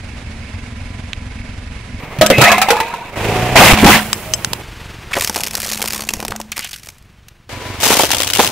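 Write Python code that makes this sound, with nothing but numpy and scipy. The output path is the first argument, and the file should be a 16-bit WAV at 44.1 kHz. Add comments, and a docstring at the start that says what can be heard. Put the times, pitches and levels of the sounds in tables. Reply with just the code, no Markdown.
"""An idling car creeps over things laid on concrete, in five close shots joined by cuts.
First its tyre tips a toy figure over with a dry click. Next, drink cans topple, ring, skid and bounce.
The engine revs, full cans burst into jets and fizz, and the crushed metal pings back.
Then a plastic model car cracks and splinters, and last, wrapped lollipops crunch in crinkling film.
The loudest moments overload the microphone."""
import sys
import numpy as np
from scipy import signal
from scipy.fft import rfft, irfft, next_fast_len
from scipy.io import wavfile
from scipy.ndimage import map_coordinates

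SR = 44100
rng = np.random.default_rng(int(sys.argv[2]) if len(sys.argv) > 2 else 0)


def to_wav(s):
    """Save 16-bit WAV."""
    ch = np.atleast_2d(s).T  # columns
    pcm = np.round(np.clip(ch, -1, 1) * 32767)  # PCM
    wavfile.write(sys.argv[1], SR, pcm.astype(np.int16))


N = 375291
TOP_HZ = 15700
CENTRE = [[1], [0]]  # layers are (mid, side) pairs until spread() makes them left and right


def amp(db):
    """Decibels to gain."""
    return np.exp(np.asarray(db) * (np.log(10) / 20))


def unit(x):
    """x at rms 1."""
    return x / np.sqrt(np.mean(x ** 2) + 1e-20)


def along(points, hz):
    """Read (hz, value) points on a log frequency axis."""
    freqs, values = np.transpose(points)
    return np.interp(np.log(hz + 1), np.log(freqs + 1), values)


def automation(points, outside=None):
    """One value per sample from (time_s, value) points."""
    times, values = np.transpose(points)
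    return np.interp(np.arange(N) / SR, times, values, outside, outside)


def wobble(rate, step=32):
    """A smooth random curve, rate knots a second."""
    steps = np.arange(0, N + step, step)
    coarse = map_coordinates(rng.standard_normal(int(N * rate / SR) + 4), [steps * rate / SR])
    return np.interp(np.arange(N), steps, coarse)


def fade(t, t60):
    """A decay that loses 60 dB in t60 seconds."""
    return np.exp(-np.log(1000) * t / t60)


def swell(start, attack, hold, t60, sag_db_per_s=0):
    """An envelope that rises, holds and dies away, with an optional sag; times in seconds."""
    gain, first = np.zeros(N), round(start * SR)
    t = np.arange(min(N - first, round((attack + hold + 2 * t60) * SR))) / SR
    release = fade(np.maximum(t - attack - hold, 0), t60)
    gain[first:first + len(t)] = np.minimum(t / attack, 1) * amp(-sag_db_per_s * t) * release
    return gain


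def add(track, s, sound):
    """Mix a sound into a track at s seconds."""
    part = track[..., round(s * SR):][..., :sound.shape[-1]]
    part += sound[..., :part.shape[-1]]


def filtered(x, response):
    """x times a complex response of frequency."""
    n = x.shape[-1]
    size = 2 * next_fast_len(n // 2 + SR // 8, True)
    return irfft(rfft(x, size) * response(np.fft.rfftfreq(size, 1 / SR)), size)[..., :n]


def coloured(x, eq, size=4096):
    """x through a causal EQ that keeps the power of white noise."""
    cepstrum = irfft(np.log(amp(along(eq, np.fft.rfftfreq(size, 1 / SR)))))
    kernel = irfft(np.exp(rfft(2 * cepstrum[:size // 2], size)))
    kernel /= np.linalg.norm(kernel)
    out = np.zeros(x.shape)
    first, last = np.flatnonzero(x[0])[[0, -1]]
    add(out, first / SR, signal.fftconvolve(x[:, first:last + 1], kernel[None], axes=1))
    return out


def resonant(x, modes):
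    """x through parallel resonances of alternating polarity."""
    return filtered(x, lambda f: sum((-1) ** k * amp(db) * 1j * f * w / (hz * hz - f * f + 1j * f * w)
                                     for k, (hz, w, db) in enumerate(modes)))


def grains(level, rate, scatter_db, t60):
    """Tiny noise bursts at random times and sizes, rate a second, whose rms follows level."""
    out, active = np.zeros((2, N)), np.flatnonzero(level > amp(-100))
    sizes = amp(scatter_db * np.clip(rng.standard_normal(N)[active], -2, 2))
    sizes *= rng.random(N)[active] < rate / SR
    power = signal.lfilter([1], [1, -amp(-120 / (t60 * SR))], sizes ** 2)
    out[:, active] = level[active] * unit(np.sqrt(power) * rng.standard_normal((2, N))[:, active])
    return out


def glide(db, first_hz, last_hz, length, rough):
    """A short tone sliding in pitch; roughness makes its phase wander."""
    pitch = np.geomspace(first_hz, last_hz, round(length * SR))
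    phase = 2 * np.pi * np.cumsum(pitch) / SR + rough * np.cumsum(rng.standard_normal(len(pitch)))
    return amp(db) * signal.windows.tukey(len(pitch)) * np.sin(phase)


def ring(modes, t, detune):
    """Struck modes in beating pairs, with new strengths and slightly new pitches at each hit."""
    return sum(amp(db + rng.normal(0, 3.3, (2, 1))) * fade(t, t60)
               * np.sin(2 * np.pi * hz * np.exp(detune * rng.normal()) * t)
               for hz, db, t60 in modes for _ in range(2)) / 2


def throttle():
    """One push of the pedal for the run at the full cans."""
    return swell(3.075, attack=0.21, hold=0.43, t60=0.37)


# Shot boundaries: time_s
CUTS = [0, 2.0, 3.158, 4.62, 7.492, 8.6]
# Engine speed: time_s, firing_hz
FIRING = [(2, 22.1), (3.2, 25.3), (3.55, 32.5), (4.6, 23.2)]
# Tone of the engine bed, one curve a shot: freq_hz, gain_db
ENGINE_EQS = [
    [(20, -5.5), (97, 0), (164, -17), (235, -6.5), (328, -22), (940, -27.5), (1140, -30), (2220, -24.5),
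     (3090, -30), (10500, -42.5), (15000, -78.5)],
    [(20, 1), (139, -0.5), (966, -4), (1510, -11.5), (2220, -4.5), (3270, -16), (15000, -38)],
    [(20, 1.5), (108, 8.5), (470, -7), (733, -9), (1350, -16), (2550, -14), (3970, -25), (15000, -37.5)],
    [(20, -1), (100, 0.5), (387, -19), (555, -23.5), (693, -23), (2550, -23.5), (15000, -46.5)],
    [(20, -18.5), (103, -2), (183, -20), (286, -6.5), (1020, -9.5), (1510, -12), (2280, -10), (15000, -31)],
]
# Engine mix in each shot, drifting as the car creeps on: exhaust_db, bay_db, exhaust_drift_db, bay_drift_db
ENGINE_MIX = [(-29.5, -38.5, 0, -0.5), (-35, -31.5, -6, -3.5), (-34.5, -27, 1.5, -6.5),
              (-35.5, -36.5, -13, -17.5), (-33, -29.5, -1.5, -3.5)]


def engine(uneven=0.32, throb=0.15, split_hz=300, exhaust_rev_db=8.5, bay_rev_db=9.5):
    """Uneven firings rumble in the exhaust under a whirr of engine bay and rolling; revving lifts both."""
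    rev = throttle()
    cycle = np.cumsum(automation(FIRING)) / SR
    firings = np.diff(np.floor(cycle), prepend=0) * (1 + uneven * rng.standard_normal(N))
    exhaust = unit(firings) * CENTRE + rng.standard_normal((2, N))
    bay = rng.standard_normal((2, N)) * (1 + throb * np.cos(2 * np.pi * cycle)) * amp(1.1 * wobble(50))
    exhaust = filtered(exhaust, lambda hz: (hz > 18) / (1 + (hz / split_hz) ** 8))
    bay = filtered(bay, lambda hz: 1 - 1 / (1 + (hz / split_hz) ** 8))
    out = np.zeros((2, N))
    for start, end, eq, mix in zip(CUTS, CUTS[1:], ENGINE_EQS, ENGINE_MIX):
        exhaust_db, bay_db, exhaust_drift, bay_drift = mix
        shot = slice(round(start * SR), round(end * SR))
        progress = np.sin(np.linspace(0, np.pi / 2, len(rev[shot]))) ** 2
        exhaust_gain = amp(exhaust_db + exhaust_drift * progress + exhaust_rev_db * rev[shot])
        bay_gain = amp(bay_db + bay_drift * progress + bay_rev_db * rev[shot])
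        out[:, shot] += exhaust_gain * unit(coloured(exhaust[:, shot], eq))
        out[:, shot] += bay_gain * unit(coloured(bay[:, shot], eq))
    return out


# Harmonics of the revving engine: firing_multiple, level_db
DRONE_ORDERS = [(2, -8.5), (4, 1), (6, -6.5), (8, -8)]


def drone(level_db=-22.5):
    """Harmonics of the firing rate swell as the engine picks up speed."""
    phase = 2 * np.pi * np.cumsum(automation(FIRING)) / SR
    tone = unit(sum(amp(db) * np.sin(k * phase) for k, db in DRONE_ORDERS))
    return amp(level_db) * throttle() ** 2 * tone * CENTRE


# Whine cues: start_s, length_s, pitch_hz, level_db
WHINES = [(0, 2.5, 1001, -51), (3.172, 0.96, 733, -22.5), (4.249, 0.14, 630, -31.5),
          (7.487, 0.28, 990, -37)]


def whine():
    """Thin tones from the engine, belts and brakes come and go."""
    out = np.zeros((2, N))
    for s, length, hz, db in WHINES:
        add(out[0], s, glide(db, hz, hz, length, rough=.012))
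    return out


# Resonances of a loose engine part: pitch_hz, width_hz, gain_db
CHATTER_MODES = [(2202, 35, -0.5), (2630, 46, -4.5), (4920, 90, -12.5)]


def chatter(level_db=-48):
    """A loose part flutters on the idling engine in the first shot."""
    idling = 1.0 * (np.arange(N) < CUTS[1] * SR)
    rattle = resonant(grains(idling, rate=79, scatter_db=2, t60=0.0097), CHATTER_MODES)
    return amp(level_db) * np.sqrt(idling.mean()) * unit(rattle)


# Tyre hum cues: start_s, attack_s, hold_s, level_db
HUMS = [(2.197, .03, .3, -24), (3.6, .1, .23, -18.5), (5.1, .83, .5, -38)]


def tyre_hum(cavity_hz=213, waver_hz=3.5):
    """The air inside the tyre rings while the tread rides over something."""
    phase = 2 * np.pi * np.cumsum(cavity_hz + waver_hz * wobble(30)) / SR
    level = sum(amp(db) * swell(s, attack, hold, t60=0.76) for s, attack, hold, db in HUMS)
    return level * amp(1.7 * wobble(24)) * unit(np.sin(phase)) * CENTRE


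# The figure's fall and rebound: start_s, level_db
FIGURE_TAPS = [(1.1325, 4.5), (1.1351, -4)]
# Tone of its click: freq_hz, gain_db
FIGURE_EQ = [(500, -27.5), (2600, 3), (4000, 0.5), (5000, -14.5), (7000, -11), (12000, -36.5)]


def toy_figure():
    """Two close taps merge into one dry click as the toy figure goes over."""
    taps = np.zeros((2, N))
    for s, db in FIGURE_TAPS:
        add(taps[0], s, amp([db]))
    return coloured(taps, FIGURE_EQ)


def jerks(n, step=24, depth=0.55):
    """A crack runs in fits and starts: a gain of mean power 1 that jumps every step samples."""
    jumps = np.clip(rng.standard_normal(n // step + 1), -2, 2)
    return np.repeat(unit(np.exp(depth * jumps)), step)[:n]


# Dull tone of blows passed to tyre and ground: freq_hz, gain_db
KNOCK_EQ = [(60, -19), (200, -1.5), (450, 1), (900, 3), (1600, -9), (3000, -14.5), (8000, -39)]


def snaps(rows, eq, t60, crack_trim_db, knock_trim_db, shard_mix,
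          knock_stretch=1.5, shard_hz=4500, detune=0.48, rise_s=0.0003):
    """Brittle fractures: a dry crack with the damped resonance of its shard, and a duller, longer knock."""
    cracks, knocks = np.zeros((2, 2, N))
    t = np.arange(SR // 12) / SR
    for s, crack_db, knock_db, *_ in rows:
        crack, knock = rng.standard_normal((2, 2, len(t)))
        crack *= (1 - np.exp(-t / rise_s)) * fade(t, t60) * jerks(len(t))
        hz = min(shard_hz * np.exp(detune * rng.normal()), TOP_HZ)
        shard = signal.lfilter(*signal.iirpeak(hz, Q=8, fs=SR), crack)
        add(cracks, s, amp(crack_db + crack_trim_db) * (crack + shard_mix * shard))
        add(knocks, s, amp(knock_db + knock_trim_db) * knock * fade(t, knock_stretch * t60))
    return coloured(cracks, eq) + coloured(knocks, KNOCK_EQ)


def small_snaps(load, gap_s, crack_db, knock_db, scatter_db, count, uneven=0.45):
    """Cues for lesser fractures: stress lets go at uneven gaps, as strongly as the load presses."""
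    gap, size, dull = rng.standard_normal((count, 3)).T
    times = np.argmax(load > 0) / SR + np.cumsum(gap_s * np.exp(uneven * gap))
    pressure = np.interp(times, np.arange(N) / SR, load, right=0)
    db = 20 * np.log10(pressure + 1e-9) + scatter_db * np.clip(size, -2, 1)
    rows = np.transpose([times, db + crack_db, db + knock_db + scatter_db * dull])
    return list(rows[times < N / SR])


# Dents flicking back: start_s, tick_db, knock_db, ring_db
PINGS = [(2.263, 1, -25.5, -12), (2.268, -3, -26.5, -14), (4.13, -3.5, -39, -12.5), (4.3367, -1, -24, -8),
         (4.4466, -1.5, -22, -19), (4.533, -7, -12, -28.5)]
# Bright ring of thin aluminium: pitch_hz, level_db, t60_s
FOIL_MODES = [(3070, -4, .04), (5260, 2.5, 0.037), (6270, 0.5, 0.033), (7670, 5.5, 0.049),
              (10340, -1.5, .035)]


def pings():
    """Crushed aluminium flicks back with a sharp tick and a short ring."""
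    tick_eq = [(500, -4.5), (3000, 5.5), (7500, 4), (15000, -9.5)]  # freq_hz, gain_db
    out = snaps(PINGS, tick_eq, t60=0.0093, crack_trim_db=4, knock_trim_db=2, shard_mix=0, rise_s=.00005)
    for s, *_, ring_db in PINGS:
        add(out, s, amp(ring_db) * ring(FOIL_MODES, np.arange(SR // 8) / SR, detune=0.0065))
    return out


# A sweet crumbling in its wrapper: start_s, attack_s, hold_s, grind_db, crinkle_db
CRUNCHES = [(7.8, .05, 0.026, -20, -10), (7.903, .006, 0.027, -19.5, -16),
            (7.985, 0.0027, .021, -28.5, -15.5), (8.383, .005, 0.027, -18, -15.5)]
# Big sugar fractures: start_s, crack_db, knock_db
SUGAR_CRACKS = [(7.802, -18, -32), (7.8333, -8.5, -12.5), (7.863, -7.5, -11), (7.9042, -7.5, -5),
                (7.915, -10, -12.5), (7.931, -10.5, -9), (7.953, -17.5, -13.5), (7.9692, -4.5, -11.5),
                (7.9949, -6.5, -2), (8.006, -7.5, -8.5), (8.02, -7.5, -23), (8.0343, -9.5, -5),
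                (8.046, -15, -19), (8.0912, -19, -24.5), (8.1046, -12, -16.5), (8.1153, -2, -28),
                (8.1322, -7, -10), (8.146, -10.5, -17), (8.1678, -13.5, -24), (8.2022, -8.5, -16),
                (8.232, -9.5, -26), (8.2748, -14.5, -25), (8.301, -13, -35.5), (8.3343, -9.5, -35),
                (8.351, -10, -24), (8.359, -11, -21.5), (8.37, -9, -23), (8.3926, -9, 5), (8.401, -5, -2),
                (8.4291, -12, -15.5), (8.4459, -10, -14), (8.4653, -13, -32)]
# Tone of sugar and wrapper: freq_hz, gain_db
SUGAR_EQ = [(710, -33), (1200, -11.5), (2430, -5), (3110, -6), (4720, -6), (6040, -6), (15500, -12)]
# Ring of a hard sugar shard: pitch_hz, level_db, t60_s
SUGAR_MODES = [(2925, -1.5, 0.044), (3410, -3, 0.079)]


def lollipops(film_db=-28, grit_db=-37, ring_db=-8):
    """Sugar shatters, rings and grinds inside film that crinkles as long as the tread is on it."""
    load = swell(7.785, attack=0.04, hold=0.81, t60=.3)
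    crinkle, grind = amp(film_db) * load, amp(grit_db) * load
    for s, attack, hold, grind_db, crinkle_db in CRUNCHES:
        crunch = swell(s, attack, hold, t60=0.23)
        crinkle += amp(crinkle_db) * crunch
        grind += amp(grind_db) * crunch
    lesser = small_snaps(load, gap_s=0.02, crack_db=-15, knock_db=-30.5, scatter_db=3, count=40)
    out = snaps(SUGAR_CRACKS + lesser, SUGAR_EQ, t60=0.023, crack_trim_db=4.5, knock_trim_db=2,
                shard_mix=0.84, knock_stretch=1.48, shard_hz=3130, detune=0.053)
    for s, db, _ in SUGAR_CRACKS:
        add(out, s, amp(db + ring_db) * ring(SUGAR_MODES, np.arange(SR // 20) / SR, detune=.08))
    out += coloured(grains(crinkle, rate=1100, scatter_db=5, t60=.006), SUGAR_EQ)
    return out + coloured(grains(grind, rate=500, scatter_db=5, t60=0.016), KNOCK_EQ)


# Plastic scrapes: start_s, length_s, level_db, centre_hz
RASPS = [(5.108, 0.02, -23, 1270), (5.13, 0.018, -16.5, 2170), (5.149, 0.03, -19.5, 1700),
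         (5.157, 0.034, -20.5, 560), (6.318, 0.0063, -17.5, 885), (6.325, 0.041, -34.5, 746),
         (6.516, 0.021, -25.5, 2420), (6.554, 0.06, -30.5, 2000), (6.612, 0.073, -30, 2700),
         (6.728, 0.021, -28, 3250)]


def rasps():
    """Broken plastic edges judder over the concrete."""
    out = np.zeros((2, N))
    for s, length, db, hz in RASPS:
        n = round(length * SR)
        slips = rng.standard_normal((2, n)) * np.exp(1.1 * rng.standard_normal(n))
        band = signal.butter(1, [hz / 1.18, hz * 1.23], "band", fs=SR)
        add(out, s, amp(db) * signal.windows.tukey(n) * unit(signal.lfilter(*band, slips)))
    return out


# Big fractures of the model car: start_s, crack_db, knock_db
PLASTIC_CRACKS = [(5.1675, -20, -6.5), (5.196, -10, -22), (5.209, -4.5, -24), (5.2215, -8, -22),
                  (5.246, -6, -24), (5.2743, -8, -23), (5.2962, -10.5, -10.5), (5.344, -16, -26),
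                  (5.3595, -9, -13), (5.366, -11, -16), (5.378, -20, -16), (5.4057, -14, -31),
                  (5.4343, -10, -29), (5.452, -20, -23), (5.471, -12, -25), (5.5338, -20, -36),
                  (5.5517, -6.5, -27), (5.601, -11, -32), (5.646, -8.5, -40), (5.663, -14.5, -36),
                  (5.7205, -10, -22), (5.732, -10, -30.5), (5.817, -9.5, -20.5), (5.825, -10, -23),
                  (5.841, -15, -17), (5.8581, -11, -25), (5.883, -13.5, -30), (5.9321, -8.5, -28),
                  (5.944, -13.5, -29), (5.9594, -17.5, -24.5), (5.978, -16, -31), (5.993, -18, -17),
                  (6.006, -14, -28.5), (6.021, -14, -27), (6.0895, -6, -20), (6.1075, -19, -36),
                  (6.136, -10.5, -19.5), (6.2014, -17.5, -22.5), (6.2266, -18, -17), (6.2495, -12.5, -16.5),
                  (6.2816, -13, -25), (6.3073, -17, -24.5), (6.319, -33, -21), (6.3615, -18, -42),
                  (6.4006, -17, -20.5), (6.4133, -19.5, -37), (6.5178, -14, -34.5), (6.5675, -14, -30),
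                  (6.578, -12, -23), (6.592, -13, -25.5), (6.645, -12.5, -30), (6.7313, -17.5, -35.5),
                  (6.8709, -30, -36.5), (6.8877, -19, -34), (7.2834, -24.5, -51.5)]
# Bright tone of its shell: freq_hz, gain_db
PLASTIC_EQ = [(710, -37), (1200, -5.5), (2480, 0.5), (3650, -4.5), (5430, -0.5), (14200, -6.5),
              (15500, -11)]
# Low crunch of its chassis: freq_hz, gain_db
CHASSIS_EQ = [(20, -1), (160, -5), (300, -7.5), (850, -15), (1400, -35), (4000, -48.5)]


def model_car(crackle_db=-29, grind_db=-38, settle_db=-38, chassis_db=-32):
    """The plastic shell splinters under the tyre, the chassis gives way and the wreck springs back."""
    load = swell(5.105, attack=0.061, hold=0.77, t60=1.8)
    sinking = amp(chassis_db) * swell(5.95, attack=0.32, hold=0.058, t60=0.36)
    settling = amp(settle_db) * swell(6.55, attack=0.018, hold=0.23, t60=0.67)
    lesser = small_snaps(load, gap_s=.015, crack_db=-20.5, knock_db=-32.5, scatter_db=4, count=80)
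    crackle = grains(amp(crackle_db) * load ** 2 + settling, rate=610, scatter_db=18, t60=0.026)
    grind = coloured(grains(amp(grind_db) * load, rate=400, scatter_db=20.5, t60=0.012), KNOCK_EQ)
    chassis = coloured(grains(sinking, rate=230, scatter_db=11, t60=0.014), CHASSIS_EQ)
    cracks = snaps(PLASTIC_CRACKS + lesser, PLASTIC_EQ, t60=0.018,
                   crack_trim_db=0, knock_trim_db=-1, shard_mix=0.99)
    return cracks + coloured(crackle, PLASTIC_EQ) + grind + chassis + rasps()


def crumple(level, rate, hz, detune, t60):
    """Many tiny dents, each ringing briefly at a pitch of its own."""
    out, t = np.zeros((2, N)), np.arange(SR // 20) / SR
    active = np.flatnonzero(level > .01 * level.max())
    for start in rng.choice(active, int(rate * len(active) / SR)):
        pitch = min(hz * np.exp(detune * rng.normal()), TOP_HZ)
        dent = np.sin(2 * np.pi * pitch * t) * fade(t, t60)
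        add(out, start / SR, level[start] * rng.normal(0, 1, (2, 1)) * dent)
    return out


def thin_wall(t, t60=0.19, lowest_hz=900, count=30):
    """The many modes of a can's wall, new with every dent; the high ones die first."""
    hz = np.exp(rng.uniform(np.log(lowest_hz), np.log(TOP_HZ), (count, 1)))
    modes = np.sqrt(hz / hz.sum()) * fade(t, t60 * np.sqrt(lowest_hz / hz)) * np.sin(2 * np.pi * hz * t)
    return rng.standard_normal((2, count)) @ modes


# Fader ride of the skid: time_s, level_db
SKID_LEVEL = [(2.3, -45.5), (2.325, -36), (2.41, -9), (2.46, -7.5), (2.5, -9), (2.6, -26), (2.75, -23),
              (3.1, -37)]
# Resonances of a sliding can: pitch_hz, width_hz, gain_db
SKID_MODES = [(681, 91, 8.5), (1066, 56, -8), (2176, 390, -5.5), (2540, 220, 7), (3840, 435, -4),
              (7000, 4000, -18)]


def can_skid(scrape_db=-1):
    """Cans scrape and dent as they slide on the concrete."""
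    sliding = amp(automation(SKID_LEVEL, outside=-120))
    scrape = unit(resonant(grains(sliding, rate=1300, scatter_db=4.5, t60=0.0069), SKID_MODES))
    dents = crumple(sliding, rate=160, hz=1196, detune=.5, t60=0.063)
    return amp(scrape_db) * np.sqrt(np.mean(sliding ** 2)) * scrape + dents


# The tyre knocking cans over: start_s, ring_db, pitch_hz, crash_db, ring_t60_s, thud_db
CAN_HITS = [(2.187, -14.5, 133, -24.5, 0.23, -31.5), (2.2115, 12, 628, 5.5, 0.084, 3),
            (2.301, 5, 544, 0.5, .06, 4.5), (2.382, -1, 125, -8, .09, -2.5),
            (2.415, -4.5, 136, 6, .12, 0.5), (2.439, -6, 707, 1.5, 0.08, -12.5),
            (2.704, -2.5, 474, 0, .15, -14), (2.811, -20.5, 466, -32.5, 0.24, -39)]
# One can bouncing away: start_s, ring_db, crash_db
BOUNCES = [(2.479, -9.5, -11), (2.517, -2, -0.5), (2.581, -9, -11), (2.616, -4.5, -1), (2.686, -4.5, -11.5),
           (2.731, -6, -22), (2.767, -10, -21), (2.802, -7, -13), (2.882, -23, -29.5), (2.939, -17.5, -27)]
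# A can's low modes: pitch_multiple, level_db
CAN_MODES = [(0.999, 4), (1.09, -3.5)]
# Rims squealing as they scrape: start_s, level_db, first_hz, last_hz, length_s
SQUEALS = [(2.228, -20.5, 1400, 1630, .065), (2.317, -12.5, 2575, 2656, 0.099),
           (2.319, -12.5, 2100, 2090, 0.051), (2.44, -4, 1700, 2420, .064), (2.473, -10.5, 1196, 931, .1),
           (2.517, -16, 2040, 2146, 0.083)]
# Tone of crumpling metal: freq_hz, gain_db
CRASH_EQ = [(40, -6.5), (130, -8), (700, 2), (2600, 6.5), (3800, -0.5), (7000, -7.5), (15000, -16.5)]
# Tone of a can's hollow thud: freq_hz, gain_db
THUD_EQ = [(60, -14.5), (160, -3), (330, -3), (520, 2.5), (800, -14), (3000, -42)]


def toppling_cans(body_db=-3, wall_db=-5, roll_db=-29, bounce_hz=660.6, rise_hz_per_s=750, limit_hz=950):
    """Hits ring each can's body and wall; rims squeal, and one can bounces and rolls on a rising note."""
    rings, crashes, thuds = np.zeros((3, 2, N))
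    t = np.arange(SR // 4) / SR
    note = lambda s: np.minimum(bounce_hz + rise_hz_per_s * (s - BOUNCES[0][0]), limit_hz)
    bounces = [(s, db, note(s), crash_db, .12) for s, db, crash_db in BOUNCES]  # .12: ring_t60_s
    for s, ring_db, hz, crash_db, t60, *_ in CAN_HITS + bounces:
        body = sum(amp(db) * np.sin(2 * np.pi * k * hz * t) for k, db in CAN_MODES)
        add(rings[0], s, amp(ring_db + body_db) * body * fade(t, t60))
        add(crashes, s, amp(crash_db + wall_db) * thin_wall(t))
        add(crashes, s, amp(crash_db) * rng.standard_normal((2, len(t))) * fade(t, t60=0.066))
    for s, *_, thud_db in CAN_HITS:
        add(thuds, s, amp(thud_db) * rng.standard_normal((2, len(t))) * fade(t, t60=0.083))
    for s, *squeal in SQUEALS:
        add(rings[0], s, glide(*squeal, rough=.1))
    rim = np.sin(2 * np.pi * np.cumsum(note(np.arange(N) / SR) + 24 * wobble(110)) / SR)
    rolling = swell(2.65, attack=0.11, hold=0.2, t60=0.85)
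    rings[0] += amp(roll_db + 4.1 * wobble(90)) * rolling * rim
    return rings + coloured(crashes, CRASH_EQ) + coloured(thuds, THUD_EQ)


# Drink jetting from a split can: start_s, hold_s, roar_db, fizz_db
JETS = [(3.555, .16, 3.5, -5.5), (3.769, 0.07, -14.5, -21), (3.843, 0.1, 0.5, -8)]
# Tone of the jet's roar: freq_hz, gain_db
JET_EQ = [(30, -10.5), (200, 1), (400, -6.5), (800, -1), (1500, -6), (2600, -2.5), (4000, -11),
          (8000, -20.5), (15000, -34)]
# Airy top of the droplets: freq_hz, gain_db
FIZZ_EQ = [(1500, -38.5), (4000, -11.5), (8000, -6.5), (15000, -6)]
# Collapsing cans pushing out gas and liquid: start_s, level_db, first_hz, last_hz, length_s
GULPS = [(3.554, 6, 616, 703, 0.019), (3.588, -2, 130, 210, 0.018), (3.598, 5, 662, 809, .042),
         (3.724, 2, 60, 101, 0.021), (3.825, 4, 200, 323, 0.02), (3.84, 1, 830, 796, .075),
         (3.846, 10.5, 126, 330, 0.02), (3.874, 0.5, 386, 250, 0.036)]


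def bursting_cans(foam_roar_db=-31, foam_fizz_db=-30, flight_s=0.06):
    """Full cans buckle and split: gliding gulps, roaring jets, fizzing droplets and foam until the cut."""
    foam = swell(3.85, attack=.1, hold=.02, t60=3.2) * (np.arange(N) < CUTS[3] * SR)
    roar, fizz = amp(foam_roar_db) * foam, amp(foam_fizz_db) * foam
    emptying = dict(t60=0.18, sag_db_per_s=37.5)  # the pressure runs down, then the can is flat
    for s, hold, roar_db, fizz_db in JETS:
        roar += amp(roar_db) * swell(s, attack=.003, hold=hold, **emptying)
        fizz += amp(fizz_db) * swell(s, flight_s, hold - flight_s, **emptying)  # droplets take time to fly
    out = coloured(grains(roar * amp(0.74 * wobble(60)), rate=4600, scatter_db=6, t60=0.005), JET_EQ)
    out += coloured(grains(fizz, rate=3900, scatter_db=2.5, t60=0.0022), FIZZ_EQ)
    out += crumple(roar, rate=260, hz=1921, detune=0.289, t60=0.024)
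    for s, *gulp in GULPS:
        add(out[0], s, glide(*gulp, rough=0.11))
    return out


def underbody(x, t60=0.46, wet_db=-17):
    """A short scatter of echoes between the ground and the car's floor."""
    t = np.arange(SR // 4) / SR
    tail = rng.standard_normal((2, len(t))) * fade(t, t60) * (t > .003)
    return x + amp(wet_db) * signal.oaconvolve(x, tail / np.linalg.norm(tail[0]), axes=1)[:, :N]


# Likeness of left and right: freq_hz, correlation
STEREO_LIKENESS = [(60, 0.99), (180, 1), (550, 0.95), (1650, 0.82), (4970, 0.17), (15000, -0.27)]


def spread(pair, balance):
    """Mid and side become left and right: narrow bass, wide treble, panned by frequency."""
    angle = lambda hz: np.arccos(np.clip(along(STEREO_LIKENESS, hz), -1, 1)) / 2
    mid, side = filtered(pair, lambda hz: np.array([np.cos(angle(hz)), np.sin(angle(hz))]))
    left_right = np.array([mid + side, mid - side])
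    return filtered(left_right, lambda hz: amp(along(balance, hz) * [[.5], [-.5]]))


PANS = [
    [(170, 0), (550, -7.5), (1650, -11), (5000, -5), (12000, 2.5)],
    [(550, -2), (2000, -1), (5000, -2.5), (15000, -19)],
    [(200, -2), (1500, 0), (9000, -8.5)],
    None,
    [(300, -2.5), (3000, 3)],
]


def scene():
    """The car's bed and everything it runs over, panned shot by shot."""
    bed = engine() + drone() + whine() + chatter() + tyre_hum()
    direct = toy_figure() + bursting_cans() + pings()
    echoing = underbody(toppling_cans() + can_skid() + model_car() + lollipops())
    shots = np.split(bed + direct + echoing, [round(s * SR) for s in CUTS[1:-1]], axis=1)
    return np.hstack([spread(shot, pan) if pan else shot[[0, 0]] for shot, pan in zip(shots, PANS)])


def record(dry, ceiling=0.84, hardness=6):
    """The microphone soft-clips the peaks and keeps nothing above its band limit."""
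    clipped = dry / (1 + np.abs(dry / ceiling) ** hardness) ** (1 / hardness)
    return filtered(clipped, lambda hz: hz < TOP_HZ)


dry = scene()
out = record(dry)
to_wav(out)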